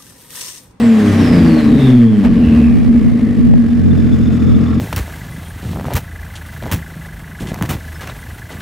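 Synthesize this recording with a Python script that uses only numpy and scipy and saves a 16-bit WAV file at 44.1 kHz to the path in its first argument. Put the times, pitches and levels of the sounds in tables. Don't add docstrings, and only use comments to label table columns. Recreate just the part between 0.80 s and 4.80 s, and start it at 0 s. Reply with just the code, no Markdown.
import sys
import numpy as np
from scipy import signal
from scipy.fft import rfft, irfft, next_fast_len
from scipy.io import wavfile
from scipy.ndimage import uniform_filter1d, minimum_filter1d, map_coordinates

SR = 44100
rng = np.random.default_rng(int(sys.argv[2]) if len(sys.argv) > 2 else 0)


def materialize(psi):
    bounded = np.clip(np.atleast_2d(psi).T, -1, 1)
    quanta = np.round(bounded * 32767).astype(np.int16)
    wavfile.write(sys.argv[1], SR, quanta)


N = 176400
T = np.arange(N) / SR
N_FFT = next_fast_len(N + SR // 2)
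BIN_HZ = np.fft.rfftfreq(N_FFT, 1 / SR)
SIDE, STEREO_WIDTH = np.array([[1], [-1]]), 0.4


def amp(db):
    return 10 ** (np.asarray(db) / 20)


def unit(x):
    return x / np.sqrt(np.mean(x ** 2) + 1e-20)


def gain_at(response, hz):
    f, db = np.transpose(response)
    return amp(np.interp(np.log(hz + 1), np.log(f + 1), db))


def curves(rows):
    times, *columns = np.transpose(rows)
    return [np.interp(T, times, column) for column in columns]


def wobble(rate_hz):
    position = np.cumsum(rate_hz * np.ones(N)) / SR
    return map_coordinates(rng.standard_normal(size=8000), [position], mode="wrap")


def colour(x, response):
    cepstrum = irfft(np.log(gain_at(response, BIN_HZ)), N_FFT)
    cepstrum[1:N_FFT // 2] *= 2
    cepstrum[N_FFT // 2 + 1:] = 0
    return irfft(rfft(x, N_FFT) * np.exp(rfft(cepstrum)), N_FFT)[..., :N]


def noise(spectrum):
    return unit(colour(rng.standard_normal(N), spectrum))


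def stereo_noise(spectrum):
    return noise(spectrum) + STEREO_WIDTH * SIDE * noise(spectrum)


def narrow_noise(hz, width_hz):
    phase = 2 * np.pi * np.cumsum(hz * np.ones(N)) / SR
    return unit(wobble(width_hz) * np.sin(phase) + wobble(width_hz) * np.cos(phase))


def swell(centre_s, length_s):
    return np.exp(-2 * ((T - centre_s) / length_s) ** 2)


def yard(x, t60_s=0.19, level_db=-22):
    t = T[:SR // 4]
    tail = rng.standard_normal(len(t)) * amp(-60 * t / t60_s)
    reflections = signal.fftconvolve(x.mean(axis=0), tail / np.linalg.norm(tail))[:N]
    return amp(level_db) * SIDE * reflections


# t/s, level/dB
GUSTS = [(0, -35.5), (.9, -30), (1.15, -28.5), (1.45, -19), (1.82, -31), (1.9, -14), (2.02, -10),
         (2.12, -12.5), (2.25, -13), (2.38, -20), (2.62, -12), (2.73, -1), (2.85, -17.5), (3.2, -8),
         (3.62, -15), (3.73, -6), (3.85, -16), (4, -19)]
# f/Hz, level/dB
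BUFFET_SPECTRUM = [(20, -53.5), (40, -27.5), (75, -1), (125, -2.5), (200, -1), (300, -15), (450, -22),
                   (700, -38.5), (1500, -63), (4000, -110)]

def breeze(flutter_db=3, centre_db=-15):
    gusts = amp(curves(GUSTS)[0]) * unit(amp(flutter_db * wobble(30)))
    return gusts * (SIDE * noise(BUFFET_SPECTRUM) + amp(centre_db) * noise(BUFFET_SPECTRUM))


# f/Hz, level/dB
RATTLE_SPECTRUM = [(2800, -31.5), (3550, 6.5), (4100, -21), (5200, -1.5), (5900, -14.5), (6600, -6.5),
                   (9000, -19), (12500, -19), (15000, -24.5)]
# t/s, gain
RATTLE_FADE = [(2.7, 0), (3.3, 1)]

def rattle(level_db=-48, flicker_db=2.2):
    ticking = unit(stereo_noise(RATTLE_SPECTRUM) * amp(flicker_db * wobble(90)))
    return amp(level_db) * curves(RATTLE_FADE)[0] * ticking


# t/s, relative peak/dB
BELT_CHIRPS = [(2.9085, -37.5), (3.114, -33.5), (3.1815, -35), (3.2573, -44), (3.3243, -36.5),
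               (3.3948, -47), (3.465, -26), (3.61, -40), (3.6787, -36), (3.75, -34), (3.821, -52),
               (3.8699, -38)]

def belt(pitch_hz=3540, length_s=0.014, lag_s=0.0037, gain_db=-7):
    squeak = unit(np.sin(2 * np.pi * pitch_hz * T) + narrow_noise(pitch_hz, width_hz=200))
    return squeak * sum(amp(db + gain_db) * swell(t + lag_s, length_s) for t, db in BELT_CHIRPS)


# t/s, f/Hz, level/dB
RUN_DOWN = [(0, 8050, -47.5), (.25, 6360, -50), (.48, 5150, -36), (.66, 4652, -45), (.78, 4285, -40),
            (.86, 3970, -45), (1.07, 3535, -35.5), (1.25, 3293, -49), (1.55, 2910, -50.5),
            (1.78, 2635, -36), (2.1, 2235, -48), (2.4, 1969, -45.5), (2.7, 1828, -49.5), (3.1, 1629, -44.5),
            (3.55, 1322, -46.5), (3.9, 1223, -40.5)]

def whistle(waver_db=2):
    hz, db = curves(RUN_DOWN)
    width_hz = 260 + .06 * hz
    envelope = amp(db + waver_db * wobble(12))
    return envelope * (narrow_noise(hz, width_hz) + STEREO_WIDTH * SIDE * narrow_noise(hz, width_hz))


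# t/s, relative rush/dB, relative hiss/dB
GAS_FLOW = [(0.0, -27.5, -45), (0.13, -29, -44.5), (0.33, -26.5, -41), (0.44, -25, -42.5),
            (0.95, -31, -47.5), (1.05, -28.5, -44.5), (1.28, -37.5, -54.5), (1.43, -36, -50.5),
            (1.45, -27.5, -44), (1.49, -35.5, -57), (1.51, -35.5, -54.5), (1.76, -32, -49.5),
            (1.97, -37, -52.5), (2.87, -39, -54.5), (3.41, -38, -56.5), (3.97, -37, -58)]
# f/Hz, level/dB
RUSH_SPECTRUM = [(350, -10.5), (600, -2), (1000, -13), (1080, -7), (1410, -14), (1730, -9), (2940, -17.5),
                 (3640, -21), (5340, -28.5), (6000, -34), (7800, -58.5), (13200, -120)]
# f/Hz, level/dB
HISS_SPECTRUM = [(2500, -24.5), (4500, -2.5), (6000, -5), (8000, -5.5), (11000, -9), (15500, -18)]

def gas(firings, pulse_depth=.3, flutter_db=.7, rush_gain_db=2, hiss_gain_db=1):
    rush_db, hiss_db = curves(GAS_FLOW)
    pulsing = np.exp(pulse_depth * np.cos(2 * np.pi * firings))
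    flow = unit(pulsing * amp(flutter_db * wobble(40)))
    rush = amp(rush_db + rush_gain_db) * stereo_noise(RUSH_SPECTRUM)
    hiss = amp(hiss_db + hiss_gain_db) * stereo_noise(HISS_SPECTRUM)
    return flow * (rush + hiss)


# t/s, length/s, level/dB
SHARP_SPITS = [(0.481, 0.022, -22.5), (0.776, 0.024, -21.5), (1.453, 0.029, -20), (2.739, 0.0053, -17.5)]
# f/Hz, level/dB
SPIT_SPECTRUM = [(200, 0.5), (600, 4.5), (1100, -11.5), (2500, -16), (5000, -42.5), (15000, -50.5)]

def spits():
    envelope = sum(amp(db) * swell(t, length_s) for t, length_s, db in SHARP_SPITS)
    return envelope * stereo_noise(SPIT_SPECTRUM)


# t/s, length/s, boom/dB, thump/dB
LATE_BURNS = [(.48, 0.033, -30, -31), (.633, 0.023, -6.5, -14), (.802, 0.07, -14, -59),
              (.935, 0.015, -1, -11), (1.463, 0.034, -5.5, -20), (1.686, 0.016, -25, -11),
              (1.777, 0.021, -5.5, -12), (1.865, 0.081, -5, -16.5), (1.945, 0.037, -15.5, -23),
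              (2.04, 0.12, -13, -32), (2.102, 0.026, -2, -18.5), (2.175, 0.036, -8, -19.5),
              (2.289, 0.11, -13, -25.5), (2.438, 0.023, -8.5, -21), (2.654, 0.051, -5.5, -22),
              (2.796, 0.047, -6, -41), (2.929, 0.11, -13.5, -32)]

def burbles(boom_hz=235.9, thump_hz=76.5):
    out = np.zeros(N)
    for t, length_s, boom_db, thump_db in LATE_BURNS:
        boom = amp(boom_db) * np.cos(2 * np.pi * boom_hz * (T - t))
        thump = amp(thump_db) * np.sin(2 * np.pi * thump_hz * (T - t))
        out += np.sqrt(2) * swell(t, length_s) * (boom + thump)
    return out


# f/Hz, level/dB
HUM_RESPONSE = [(25, -50), (42, -38.5), (85, -20.5), (125, -16.5), (170, -20.5), (200, -10.5), (232, -12.5),
                (260, -19), (280, -21), (308, -13), (350, -36.5), (410, -18.5), (470, -25.5), (530, -43),
                (580, -26), (700, -66), (1000, -70)]
HARMONICS_DB = [3, 6, -2.5, -4]
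# t/s, level/dB
BANK_IMBALANCE = [(.15, -24), (.3, 2), (.45, -8.5), (.6, -41), (1, -50)]

def hum(firing_hz, firings, level_db):
    def tone(order):
        phase = 2 * np.pi * order * (firings + order / 7)
        return np.sqrt(2) * gain_at(HUM_RESPONSE, order * firing_hz) * np.sin(phase)

    harmonics = sum(amp(db) * tone(order) for order, db in enumerate(HARMONICS_DB, 1))
    half_orders = tone(.5) + tone(1.5)
    return amp(level_db) * harmonics + amp(curves(BANK_IMBALANCE)[0]) * half_orders


def silencer(x, chambers_s=(.0067, .0111), feedback=.42):
    spectrum = rfft(x, N_FFT)
    for delay_s in chambers_s:
        delay = np.exp(-2j * np.pi * BIN_HZ * delay_s)
        spectrum *= (delay - feedback) / (1 - feedback * delay)
    return irfft(spectrum, N_FFT)[:N]


# strength, lateness at idle/ms
FIRING_ORDER = [(1.56, .0), (0.89, 0.71), (1.22, 1.52), (0.51, .4), (1.73, -0.73), (.85, -1.22)]
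# f/Hz, level/dB
PUFF_RESPONSE = [(15, -72), (30, -34), (45, -8), (80, -8.5), (125, -1.5), (165, -5.5), (195, -8), (232, 7),
                 (270, -8), (305, -6), (345, -13), (390, -24), (450, -17.5), (520, -30.5), (565, -24.5),
                 (700, -54), (1200, -47), (3000, -93.5)]

def puffs(firing_hz, firings, level_db, misfiring, round_trip_s=0.004403, echo_gain=0.32):
    onsets = np.flatnonzero(np.diff(np.floor(firings)))
    strength, late_ms = np.array(FIRING_ORDER)[np.arange(len(onsets)) % len(FIRING_ORDER)].T
    size_scatter, time_scatter = rng.standard_normal((len(onsets), 2)).T
    size = 1 + misfiring[onsets] * (strength - strength.mean() + 0.25 * size_scatter)
    shift_ms = (late_ms + .14 * time_scatter) * firing_hz.min() / firing_hz[onsets]
    shifted = np.round(onsets + shift_ms * SR / 1000).astype(int)
    train = np.bincount(np.clip(shifted, 0, N - 1), size, N)
    train[onsets] -= 0.5
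    ring = silencer(colour(train / np.sqrt(firing_hz), PUFF_RESPONSE))
    echo = echo_gain * np.interp(T - round_trip_s, T, ring)
    return amp(level_db) * unit(ring + echo)


# t/s, hum/dB, puffs/dB, misfiring/0-1
CYLINDER_EFFORT = [(0, -2.5, -5.5, 1), (.13, -9.5, -13, 0.4), (.22, -10, -9, 0.7), (.35, -13, -7.5, 1),
                   (.5, 3, 1, 1), (.75, -1, -6, 0.82), (.97, -9.5, -3.5, 0.78), (1.06, 3, -6.5, 0.53),
                   (1.25, 1.5, -15.5, 0), (1.36, -6, -14, 0.1), (1.48, -8.5, -9, 0.8),
                   (1.9, -11, -7.5, 0.97), (2.6, -18.5, -13.5, 0.92), (3, -2.5, -15, 0.44),
                   (3.3, -4.5, -14, 0.35), (4, -4.5, -14.5, 0.24)]

def exhaust(firing_hz, firings, duck_depth=.55):
    hum_db, puff_db, misfiring = curves(CYLINDER_EFFORT)
    regular = hum(firing_hz, firings, hum_db) + puffs(firing_hz, firings, puff_db, misfiring)
    burbling = np.minimum(1, sum(swell(t, length_s) for t, length_s, _, _ in LATE_BURNS))
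    return (1 - duck_depth * burbling) * regular + burbles()


# t/s, firing rate/Hz
FIRING_RATE = [(0, 239.7), (.25, 204.4), (.5, 179.7), (.75, 157.1), (1, 137), (1.25, 114.9), (1.4, 99.93),
               (1.5, 93.67), (1.75, 77), (2, 65.91), (2.25, 56.24), (2.5, 50.37), (2.75, 47.06), (3, 44.92),
               (3.25, 42.53), (4, 42.03)]

def scene(balance_db=1):
    firing_hz, = curves(FIRING_RATE)
    firings = np.cumsum(firing_hz) / SR
    direct = (exhaust(firing_hz, firings) + spits()) * amp(balance_db * SIDE)
    return direct + yard(direct) + gas(firings) + whistle() + belt() + rattle() + breeze()


def record(dry):
    ceiling, lookahead_s, cutoff_hz = 1, 0.0013, 15700
    span = int(lookahead_s * SR)
    peak = np.abs(dry).max(axis=0) + 1e-9
    held_gain = minimum_filter1d(np.minimum(1, ceiling / peak), 2 * span + 1)
    limited = dry * uniform_filter1d(uniform_filter1d(held_gain, span), span)
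    return irfft(rfft(limited, N_FFT) * (BIN_HZ < cutoff_hz), N_FFT)[:, :N]


dry = scene()
out = record(dry)
materialize(out)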